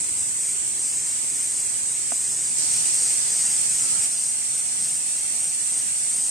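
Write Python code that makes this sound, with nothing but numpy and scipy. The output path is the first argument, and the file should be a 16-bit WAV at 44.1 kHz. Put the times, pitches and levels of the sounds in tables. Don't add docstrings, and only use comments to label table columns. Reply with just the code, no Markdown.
import sys
import numpy as np
from scipy import signal
from scipy.fft import rfft, irfft, next_fast_len
from scipy.io import wavfile
from scipy.ndimage import uniform_filter1d, map_coordinates

SR = 44100
rng = np.random.default_rng(int(sys.argv[2]) if len(sys.argv) > 2 else 0)


def to_wav(sig):
    pcm = np.clip(np.atleast_2d(sig), -1, 1) * 32767
    pcm = np.round(pcm).astype(np.int16)
    wavfile.write(sys.argv[1], SR, pcm.T)


def magnitude_from_level(level_db):
    exponent = np.asarray(level_db, float) / 20
    return 10 ** exponent


N = 277830

# time in seconds, share of the second spell
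SECOND_SHARE = [(0, 0), (2.56, 0), (2.59, .5), (4.06, .5), (4.09, 1), (6.3, 1)]
# frequency in Hz, level in dB per Hz.
NEAR_BODY = [
    [(4000, -31), (6800, -13.5), (7790, 0), (8540, 1), (9020, -2.5), (9370, -7.5), (10000, -42), (13000, -74), (22000, -120)],
    [(4000, -33.5), (6800, -13.5), (8270, 0.5), (8770, 1), (9330, -7.5), (9600, -11), (10000, -51.5), (13000, -49), (22000, -120)],
]
# frequency in Hz, level in dB per Hz.
FAR_BODY = [
    [(2530, -34), (4300, -10), (4660, -7.5), (5900, -4.5), (7000, 0.5), (9100, -53), (15400, -120)],
    [(2530, -43), (4300, -6), (5080, -6), (5730, -1), (6580, -2.5), (7000, -2.5), (9100, -16), (15400, -120)],
]
# frequency in Hz, level in dB per Hz.
OVERTONE = [
    [(9600, -40), (10000, -9), (10400, -7.5), (10750, -2.5), (11500, 0), (13500, -2.5), (14300, -7), (15000, -40)],
    [(9600, -40), (10000, -9), (10400, -8), (11000, -6), (11300, 0), (13500, -3.5), (14300, -7), (15000, -40)],
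]
# frequency in Hz, level in dB per Hz.
TOWN = [
    [(15, -57), (25, -70), (53, -20.5), (120, -0.5), (162, -5.5), (352, -7), (573, -11), (690, -12.5), (950, -8.5), (1400, -16.5), (1820, -52), (3080, -120)],
    [(15, -58), (25, -52), (64, -16), (91, -4.5), (124, -2.5), (297, -6), (409, -12), (831, -5.5), (1070, -10.5), (1400, -13.5), (1820, -73), (3080, -120)],
]
# frequency in Hz, level in dB per Hz.
LEAVES = [
    [(710, -47), (1200, -12), (1380, -5.5), (1680, -4), (2040, -1), (3190, -1.5), (4600, -13), (5980, -45), (10100, -120)],
    [(710, -55), (1200, -11), (1310, -4.5), (2460, -0.5), (2680, 1), (3690, -1.5), (4600, -21), (5980, -66), (10100, -120)],
]
# frequency in Hz, likeness (0 to 1).
LIKENESS = [(50, 0.59), (140, .85), (400, .7), (700, 0.21), (1300, .5), (2500, 0.33), (4200, 0.13),
            (4700, .05), (14000, 0.059)]
# frequency in Hz, left minus right in dB.
LEFT_LEAN = [(60, -3), (150, -2), (700, -4), (1500, 0), (2500, 1.5), (4500, 0.5)]
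# start in seconds, level in dB.
BUMPS = [
    (0.049, -52),
    (.1, -43),
    (0.151, -45),
    (.2, -41),
    (.58, -44),
]
# start in seconds, level in dB, pitch in Hz, time to fall 60 dB in seconds.
STEM_RINGS = [
    (2.1025, -33, 2400, .012),
    (2.119, -24.5, 1500, 0.013),
    (2.1192, -25.5, 2500, 0.0083),
    (2.1195, -32, 2900, 0.015),
    (2.1197, -26.5, 1250, 0.014),
    (2.1193, -32, 900, 0.019),
    (2.12, -19.5, 690, 0.022),
    (2.119, -34, 257, 0.064),
]
# time in seconds, pitch in Hz, level in dB.
CAW = [
    (3.79, 258, -70),
    (3.805, 257.4, -44),
    (3.84, 276, -44),
    (3.87, 270, -43),
    (3.92, 264, -45),
    (3.96, 262, -41),
    (3.99, 250.7, -46),
    (4.01, 250, -52),
    (4.06, 241, -70),
]
# frequency in Hz, width in Hz, level in dB.
THROAT = [
    (1340, 150, -1.5),
    (1590, 240, -1.5),
]
# frequency in Hz, step in dB.
ROUNDING_STEPS = [(50, -50), (500, -47.5), (1200, -42.5), (1700, -38.5), (2300, -35), (4600, -34),
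                  (5500, -34.5), (7000, -33.5), (10500, -34), (12000, -38.5), (13500, -41), (14300, -40.5)]
# start in seconds, end in seconds.
WIDE_SPANS = [(0, .185), (.215, .39), (.55, .78), (1.13, 1.29), (1.63, 1.89), (1.96, 2.14), (2.5, 2.7),
              (2.79, 2.93), (3.16, 3.3), (3.57, 3.68), (3.85, 4.02), (4.06, 4.11), (4.31, 4.55),
              (4.61, 4.79), (4.99, 5.17), (5.21, 5.4), (5.53, 5.73), (5.83, 6.11), (6.28, 6.4)]
# frequency in Hz, share of bands (0 to 1).
STRAY_WIDE = [(4500, .2), (7000, .27), (9600, .32), (10500, 0.12), (14400, .07)]
# frequency in Hz, share of strips (0 to 1).
SILENT_STRIPS = [(1000, 0), (1400, .06), (2200, .04), (2900, .19), (5200, .21), (5800, .03), (7000, 0),
                 (11000, 0), (12000, .14), (14300, .25)]


def unit(x):
    return x / np.sqrt(np.mean(x ** 2, axis=-1, keepdims=True) + 1e-20)


def along(points, x):
    place, value = np.transpose(points)
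    return np.interp(np.log(x + 1), np.log(place + 1), value)


def curves(rows):
    seconds, *columns = np.transpose(rows)
    return [np.interp(np.arange(N) / SR, seconds, column) for column in columns]


def wobble(rate):
    knots = rng.standard_normal(int(N * rate / SR) + 4)
    return map_coordinates(knots, [np.arange(N) * rate / SR])


def filtered(x, response):
    size = next_fast_len(N + 8192)
    hz = np.fft.rfftfreq(size, 1 / SR)
    return irfft(rfft(x, size) * response(hz), size)[..., :N]


def spread(pair, spectra):
    def response(hz):
        turn = np.arccos(np.clip(along(LIKENESS, hz), 0, 1)) / 2
        colour = magnitude_from_level([[along(spectrum, hz)] for spectrum in spectra])
        return colour * [np.cos(turn), np.sin(turn)]

    share, = curves(SECOND_SHARE)
    first, second = filtered(pair, response)
    mid, side = (1 - share) * first / np.linalg.norm(first) + share * second / np.linalg.norm(second)
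    return np.sqrt(N) * np.array([mid + side, mid - side])


def patchy(x, patchy_db, size, count=10, order=9):
    z = signal.stft(x, nperseg=2 ** order)[2]
    field = uniform_filter1d(rng.standard_normal(z.shape[1:]), size, 0)
    field = uniform_filter1d(field, count, 1)
    z = z * magnitude_from_level(patchy_db * field / field.std())
    return signal.istft(z, nperseg=2 ** order)[1][:, :N]


def both(first_db, second_db):
    share, = curves(SECOND_SHARE)
    on = np.clip(2 * np.array([1 - share, share]), 0, 1)
    return 10 * np.log10(on[0] * magnitude_from_level(2 * first_db) + on[1] * magnitude_from_level(2 * second_db))


def clicks(rate, jitter, scatter_db, swell_db, count):
    out = np.zeros(N)
    for own in np.exp(.35 * rng.standard_normal(count)):
        gaps = SR / (rate * own) * np.exp(jitter * rng.standard_normal(N // 55))
        at = np.cumsum(gaps).astype(int)
        size = magnitude_from_level(scatter_db * rng.standard_normal(len(at))) * rng.choice([-1, 1])
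        train = np.bincount(at[at < N], size[at < N], N)
        out += unit(train - train.mean()) * magnitude_from_level(swell_db * wobble(7))
    return unit(out)


def crowd(rate, far_share, swell_db):
    near = np.array([clicks(rate, jitter=.12, scatter_db=2.5, swell_db=swell_db, count=9) for _ in "ab"])
    return np.sqrt(1 - far_share) * near + np.sqrt(far_share) * rng.standard_normal((2, N))


def chorus_levels():
    t = np.arange(N) / SR
    near_db = both(-24.0, -24.0 + 0.72 * np.maximum(t - 4.7, 0))
    joining_db = 2 * np.minimum(t / 2.3, 1)
    second_start_s = SECOND_SHARE[1][0]
    fading_db = 5.5 * np.exp(-np.maximum(t - second_start_s, 0) / 1.1)
    far_db = both(-37 + joining_db, -36 + fading_db)
    overtone_db = np.interp(curves(SECOND_SHARE)[0], [0, 1], (-25.5, -26))
    return near_db, far_db - near_db, overtone_db


def cicadas():
    near_db, far_db, overtone_db = chorus_levels()
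    song = crowd(300, far_share=.55, swell_db=0.9)
    overtone = spread(patchy(song, patchy_db=1.6, size=8), OVERTONE)
    near = spread(song, NEAR_BODY) + magnitude_from_level(overtone_db + 0.2) * overtone
    far_song = patchy(crowd(240, far_share=.7, swell_db=1.5), patchy_db=1.83, size=3, count=3, order=11)
    far = magnitude_from_level(far_db - 0.45) * spread(far_song, FAR_BODY)
    left_right_db = [[-1.4], [1.1]]
    return magnitude_from_level(near_db + .3 * wobble(30) + left_right_db) * (near + far)


def air():
    town_db, leaves_db = both(-53, -53), both(-46, -45)
    town = magnitude_from_level(town_db + 3.5 + 0.76 * wobble(5.01)) * spread(rng.standard_normal((2, N)), TOWN)
    patchy_hiss = patchy(rng.standard_normal((2, N)), patchy_db=2.0, size=3, count=3, order=11)
    leaves = magnitude_from_level(leaves_db + 2.02 + 0.49 * wobble(8)) * spread(patchy_hiss, LEAVES)
    half = np.array([[.5], [-.5]])

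    def placing(hz):
        late = np.exp(-2j * np.pi * half * np.maximum(hz - 250, 0) * 0.00047)
        return magnitude_from_level(half * along(LEFT_LEAN, hz)) * late

    return filtered(town + leaves, placing)


def bumps():
    out = np.zeros(N)
    t = np.arange(SR // 25) / SR
    for s, db in BUMPS:
        thud = np.hanning(len(t)) * np.sin(2 * np.pi * 80 * t)
        out[round(s * SR):][:len(t)] += magnitude_from_level(db) * thud
    return np.outer([1, .1], out)


def stem():
    out = np.zeros(N)
    t = np.arange(SR // 10) / SR
    for s, db, hz, t60 in STEM_RINGS:
        onset = 1 - np.exp(-t * hz / .9)
        ring = magnitude_from_level(db - 60 * t / t60) * np.sin(2 * np.pi * hz * t)
        out[round(s * SR):][:len(t)] += ring * onset
    return out * magnitude_from_level([[-1.5], [1.5]]) + np.roll(out, 15) * magnitude_from_level([[-7], [-30]])


def crow():
    pitch_hz, db = curves(CAW)
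    cycles = np.cumsum(pitch_hz * (1 + 0.035 * wobble(60))) / SR
    pulses = np.diff(np.floor(cycles), prepend=0)
    pulses = unit(pulses * magnitude_from_level(2.5 * rng.standard_normal(N)))
    breath = .5 * rng.standard_normal(N)

    def throat(f):
        return sum(magnitude_from_level(g) * 1j * f * w / (c * c - f * f + 1j * f * w) for c, w, g in THROAT) ** 2

    voice = magnitude_from_level(db) * unit(filtered(pulses + breath, throat))
    return np.array([np.roll(voice, 12), voice * magnitude_from_level(-2.0)])


def scene():
    return cicadas() + air() + bumps() + stem() + crow()


def tiles(s, hz, count, size):
    luck = rng.random((len(s) // count + 2, len(hz) // size)).repeat(count, 0)
    late = rng.integers(0, count, luck.shape[1])
    return luck[np.arange(len(s))[:, None] + late, np.arange(luck.shape[1])].repeat(size, 1)


def fold(c, s, hz, leak_db):
    wide = sum((s >= a) & (s < b) for a, b in WIDE_SPANS) > 0
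    stray = tiles(s, hz, count=2, size=8) < along(STRAY_WIDE, hz)
    apart = wide[:, None] | stray | (hz < 4550)
    mono = np.array([c[0] * magnitude_from_level(3.0), c[1] * magnitude_from_level(leak_db)])
    return np.where(apart, c, mono)


def holes(s, hz):
    alone = abs(along(SECOND_SHARE, s) - .5) > .25
    share = along(SILENT_STRIPS, hz) * np.where(alone, 1.15, .5)[:, None]
    return tiles(s, hz, count=3, size=4) > share


def coarse_rounding(x, follow, drop_db):
    hop, lines, start = 1024, 672, 1024 - 167
    window = signal.windows.kaiser_bessel_derived(2 * hop, 4 * np.pi)
    phase = np.outer(np.arange(2 * hop) + .5 + hop / 2, np.arange(lines) + .5)
    basis = np.cos(np.pi / hop * phase) * window[:, None] * np.sqrt(2 / hop)
    padding = ((0, 0), (start, 3 * hop - (N + start) % hop))
    pair = np.pad([x[0] + x[1], x[0] - x[1]], padding) / 2
    blocks = pair.reshape(2, -1, hop)
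    c = np.concatenate([blocks[:, :-1], blocks[:, 1:]], 2) @ basis
    hz = (np.arange(lines) + .5) * SR / (2 * hop)
    s = (np.arange(c.shape[1]) * hop + hop - start) / SR
    c = fold(c, s, hz, leak_db=-18.5) * holes(s, hz) * (hz < 14340)

    loud = np.sqrt(np.mean(c ** 2, (0, 2)) + 1e-9)
    mood_db = .8 * rng.standard_normal(len(loud))
    step = magnitude_from_level(along(ROUNDING_STEPS, hz) + mood_db[:, None])
    step = step * (loud[:, None] / np.median(loud)) ** follow
    power = ((c / step) ** 2).reshape(2, -1, lines // 16, 16)
    band = np.sqrt(np.mean(power, 3)).repeat(16, 2)
    kept = (band > magnitude_from_level(drop_db)) | (hz < 4600)
    whole = np.floor(abs(c / step) ** .75 + .4054)
    c = kept * np.sign(c) * whole ** (4 / 3) * step

    back = np.pad(c @ basis.T, ((0, 0), (1, 1), (0, 0)))
    joined = back[:, 1:, :hop] + back[:, :-1, hop:]
    mid, side = joined.reshape(2, -1)[:, start:start + N]
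    return np.array([mid + side, mid - side])


def roll_off(x):
    return signal.sosfilt(signal.butter(12, 14770, fs=SR, output="sos"), x)


def record(dry):
    mix = coarse_rounding(dry, follow=.5, drop_db=-9)
    return roll_off(mix)


dry = scene()
out = record(dry)
to_wav(out)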